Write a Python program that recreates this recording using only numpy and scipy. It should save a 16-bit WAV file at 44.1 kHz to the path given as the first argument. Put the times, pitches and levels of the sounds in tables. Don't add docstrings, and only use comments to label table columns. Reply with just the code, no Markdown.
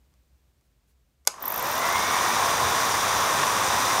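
import sys
import numpy as np
from scipy import signal
from scipy.fft import rfft, irfft
from scipy.io import wavfile

SR = 44100
rng = np.random.default_rng(int(sys.argv[2]) if len(sys.argv) > 2 else 0)


def master_out(mix):
    frames = np.transpose(np.atleast_2d(mix))
    ceiling = np.clip(frames, -1, 1)
    pcm = np.round(ceiling * 32767).astype(np.int16)
    wavfile.write(sys.argv[1], SR, pcm)


def invert_db(x):
    u = np.asarray(x, float) / 20
    return 10 ** u


N = 176400

START_S, TOP_HZ = 1.3046, 100.24


def at_hz(points, hz):
    table_hz, values = np.array(points).T
    return np.interp(np.log(hz), np.log(table_hz), values)


def rms_one(x):
    return x / np.sqrt(np.mean(x ** 2) + 1e-20)


def drift(rate_hz):
    r = np.exp(-80 * np.pi * rate_hz / SR)
    slow = signal.lfilter([1], [1, -2 * r, r * r], rng.standard_normal(N // 40 + 2002))[2000:]
    return np.interp(np.arange(N) / 40, np.arange(len(slow)), rms_one(slow))


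def coloured(points, peaks=()):
    hz = np.maximum(np.arange(N // 2 + 1) * SR / N, 1)
    db = at_hz(points, hz)
    for centre, width, gain_db in peaks:
        db = db + gain_db / (1 + (2 * (hz - centre) / width) ** 2)
    white = rfft(rng.standard_normal(N))
    noise = irfft(white * invert_db(db) * (hz > 15), N)
    return hz, rfft(rms_one(noise))


def butter(x, order, hz, kind):
    return signal.sosfilt(signal.butter(order, hz, kind, fs=SR, output="sos"), x)


def ring(clicks, hz, t60):
    r, w = invert_db(-60 / (t60 * SR)), 2 * np.pi * hz / SR
    return signal.lfilter([0, np.sin(w)], [1, -2 * r * np.cos(w), r * r], clicks + 1e-18)


def room_hush():
    # f/Hz, level/dB per Hz
    murmur = [(22, -43), (62, 4), (95, -18.5), (130, -9), (170, -18.5), (400, -25), (1000, -32),
              (16000, -40)]
    _, spectrum = coloured(murmur, [(10600, 900, -8)])
    level_db = -63 - 2.5 * np.arange(N) / SR
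    return invert_db(level_db) * irfft(spectrum, N)


def switch():
    # t/s, level/dB, length/s
    snaps = [
        (.139, -57, 0.0011),
        (.611, -62, .001),
        (1.2503, -56, .0015),
        (1.2518, -45.5, .001),
        (1.263, -50, .002),
        (1.2705, -39, .002),
        (1.2735, -3.5, 0.00077),
        (1.2747, -3, 0.00081),
        (1.2759, -7.5, 0.00079),
        (1.2778, -20, 0.00083),
    ]
    # f/Hz, level/dB, time to die by 60 dB/s
    plate_modes = [(565, -1, 0.04), (836, -18, 0.05), (1153, 0, 0.043), (1470, -2.5, 0.024),
                   (2164, 1, 0.02), (3490, -11, 0.031), (4190, -12.5, 0.016), (4940, -0.5, 0.013),
                   (5810, 7.5, 0.0051), (6460, 7, 0.0068), (7230, -3, 0.025), (8380, -11, 0.01),
                   (9400, 0, 0.0092), (11040, 2, 0.0075)]
    crack_db, tail_db, tail_t60_s = -1.5, -45, 0.28
    t = np.arange(N) / SR
    loudness, clicks = np.zeros(N), np.zeros(N)
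    for s, db, length in snaps:
        loudness += invert_db(db) * (t >= s) * np.exp(-np.maximum(t - s, 0) / length)
        clicks[int(s * SR)] = invert_db(db)
    burst = rng.standard_normal(N) * loudness
    plate = sum(invert_db(db - 14.5) * ring(clicks, hz, t60) for hz, db, t60 in plate_modes)
    crack = invert_db(crack_db) * butter(burst, 2, [3200, 11000], "band")
    direct = butter(plate + crack, 6, 470, "high")
    tail = signal.lfilter([.5], [1, -.5], rng.standard_normal(SR // 2))
    tail = tail * invert_db(-60 * t[:SR // 2] / tail_t60_s)
    into_room = .5 * direct + butter(burst, 2, [500, 9000], "band")
    return direct + invert_db(tail_db) * signal.fftconvolve(into_room, tail)[:N]


def hand():
    # t/s, length/s, level/dB
    brushes = [
        (.66, .05, -80),
        (.9, 0.053, -72),
    ]
    # t/s, level/dB, f/Hz
    bumps = [
        (2.64, -37, 125),
        (2.66, -39, 81.5),
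        (3.17, -42, 69),
        (3.4, -38.5, 143.5),
    ]
    t = np.arange(N) / SR
    thuds, rubbing = np.zeros(N), np.zeros(N)
    for s, db, hz in bumps:
        thuds += invert_db(db) * np.exp(-((t - s) / 0.045) ** 2) * np.sin(2 * np.pi * hz * t)
    for s, length, db in brushes:
        rubbing += invert_db(db) * np.exp(-(2 * (t - s) / length) ** 4)
    return thuds + rng.standard_normal(N) * rubbing


def shaft():
    runup_s, creep_from_s, creep_hz_per_s = .315, 2.3, .9
    t = np.arange(N) / SR
    runup = TOP_HZ * (1 - np.exp(-np.maximum(t - START_S, 0) / runup_s))
    speed = runup + creep_hz_per_s * np.maximum(t - creep_from_s, 0)
    return speed, np.cumsum(speed) / SR


def casing_knocks():
    per_s, hz = 17, 1058
    hits = (rng.random(N) < per_s / SR) * rng.standard_normal(N) * invert_db(2)
    return ring(hits, hz, 0.032) - 0.68 * ring(hits, 1.75 * hz, .015) + 0.48 * ring(hits, 3.1 * hz, .008)


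def fan(speed, turns):
    # t/s, level/dB
    air = [(1.33, -44.5), (1.46, -32.5), (1.66, -26), (1.88, -24.5), (2.02, -23.5), (2.03, -22.5),
           (2.04, -23), (3.98, -22.5), (4.0, -22.5)]
    # f/Hz, level/dB per Hz
    air_colour = [(30, -28.5), (90, -17), (300, -15.5), (700, -10), (1600, -11), (3000, -19.5),
                  (7000, -17.5), (16000, -30.5)]
    # f/Hz, extra loss/dB per dB of missing speed
    speed_share = [(60, 1), (300, 0.13), (1000, 0.07), (2500, 0.52), (6000, 0.85), (14000, 0.81)]
    # f/Hz, width/Hz, level/dB
    casing = [(1049, 410, 10), (1850, 100, 2.5), (3585, 420, 6), (4380, 100, -10.5), (5350, 150, -2.5),
              (5830, 1000, 5.5), (6600, 630, -2), (7740, 590, -7.5), (9600, 620, 1.5), (10520, 510, -6)]
    patchy_db, beat = 0.63, 0.083
    t = np.arange(N) / SR
    level_db = np.interp(t, *np.transpose([(START_S - .02, -95)] + list(air)))
    lack_db = 20 * np.log10(np.maximum(speed, 8) / TOP_HZ)
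    hz, spectrum = coloured(air_colour, casing)
    stream, shared = np.zeros(N), drift(3.6)
    for k in range(10):
        place = np.clip(np.log2(hz / 31.25) - k, -1 if k else 0, 1 if k < 9 else 0)
        band = irfft(spectrum * np.cos(np.pi / 2 * place) ** 2, N)
        flicker_db = patchy_db * (0.37 * shared + drift(31))
        stream += band * invert_db(at_hz(speed_share, 40.0 * 2 ** k) * lack_db + flicker_db)
    beating = 1 + beat * np.cos(2 * np.pi * turns)
    return invert_db(level_db) * (stream * beating + casing_knocks())


def tones(speed, turns):
    # cycles per turn, level/dB rms, favoured shaft speed/Hz, width of that favour/Hz
    hums = [(1, -49, 98, 30), (8, -41, 88, 13), (8.3, -36, 70, 8), (12, -42, 82, 18), (16.67, -37, 83, 7),
            (20.4, -41, 90, 8), (22.8, -45, 93, 9), (24, -35.5, 85, 8.5), (25.42, -38, 81, 8),
            (32, -51, 80, 12), (36, -50, 66, 16), (48, -52, 46, 10)]
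    waver_db, jitter, jitter_rate_hz = 1.6, .45, 10
    out = np.zeros(N)
    for per_turn, db, best, width in hums:
        level = np.sqrt(2) * invert_db(db + waver_db * drift(13.5))
        swell = speed / best / (1 + ((speed - best) / width) ** 2)
        out += level * swell * np.sin(2 * np.pi * per_turn * turns + jitter * drift(jitter_rate_hz))
    return out


def faint_squeaks(turns):
    count = np.arange(21, int(turns[-1]) - 1)
    luck = rng.standard_normal((len(count), 2))
    start_s = np.searchsorted(turns, count + .15) / SR
    db = -35 - .025 * count + 4 * luck[:, 0]
    return np.c_[start_s, db, 14900 + 600 * luck[:, 1]]


def squeaks(speed, turns):
    # t/s, peak level/dB, centre f/Hz
    strong = [(1.4007, -44, 12900), (1.4247, -22.5, 14000), (1.4546, -20, 12900), (1.479, -17, 13200),
              (1.502, -19, 14000), (1.5209, -18, 12500), (1.541, -20, 13000), (1.5604, -21, 14000),
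              (1.5775, -19, 12400), (1.5944, -23, 13300), (1.6247, -20.5, 12900), (1.6414, -26, 13400),
              (1.6576, -26, 13700), (1.6711, -25, 13200), (1.6864, -27, 14100), (1.6995, -24, 14500),
              (1.713, -21.5, 13600), (1.7274, -26, 13100), (1.7414, -28, 13000), (1.7534, -24, 13300),
              (1.7789, -25, 13000), (1.7923, -22, 13100), (1.8542, -27, 13300), (1.8657, -26, 13300),
              (1.8896, -22, 13200), (1.9255, -21, 13300), (1.9599, -25, 15300), (1.9934, -24, 15200),
              (2.0268, -27, 13200), (2.1141, -25, 14000)]
    length_turns, lead, rise_hz, rough_hz, level_db = .33, .2, 2200, 1300, -2.5
    echo_db, echo_t60_s = -36.5, 0.13
    rough = rms_one(butter(rng.standard_normal((2, N)), 2, rough_hz, "low"))
    out = np.zeros(N)
    for s, db, hz in list(strong) + list(faint_squeaks(turns)):
        i = int(s * SR)
        n = int(length_turns * SR / max(speed[i], 30))
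        i -= int(lead * n)
        u = np.arange(3 * n) / n
        shape = np.minimum(u / 0.34, 1) * (np.exp(-u ** 4) + .12 * np.exp(-u))
        phase = 2 * np.pi * np.cumsum(hz + rise_hz * (np.minimum(u, 1.2) - .5)) / SR
        rough_a, rough_b = rough[:, i - n:i + 2 * n]
        chirp = (0.73 + 0.48 * rough_a) * np.sin(phase) + 0.48 * rough_b * np.cos(phase)
        out[i:i + 3 * n] += (invert_db(db + level_db) * shape * chirp)[:N - i]
    out = butter(out, 3, 11600, "high")
    echo = rng.standard_normal(SR // 4) * invert_db(-60 * np.arange(SR // 4) / SR / echo_t60_s)
    return out + invert_db(echo_db) * signal.fftconvolve(out, echo)[:N]


def unshaded():
    away_s, level_db = 3.22, -47
    hiss = rms_one(butter(rng.standard_normal(N), 2, [7300, 8700], "band"))
    opening = np.clip((np.arange(N) / SR - away_s) / .08, 0, 1)
    return invert_db(level_db) * hiss * opening


def scene():
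    speed, turns = shaft()
    motor = fan(speed, turns) + tones(speed, turns) + squeaks(speed, turns)
    return (room_hush() + switch() + hand() + motor + unshaded())[None]


def band_limit(x):
    return signal.sosfilt(signal.butter(12, 16860, fs=SR, output="sos"), x)


def record(dry):
    rounded = 0.74 * np.tanh(dry / 0.76)
    treble_cut = signal.cheby2(16, 60, 16200, fs=SR, output="sos")
    return band_limit(signal.sosfilt(treble_cut, rounded))


dry = scene()
out = record(dry)
master_out(out)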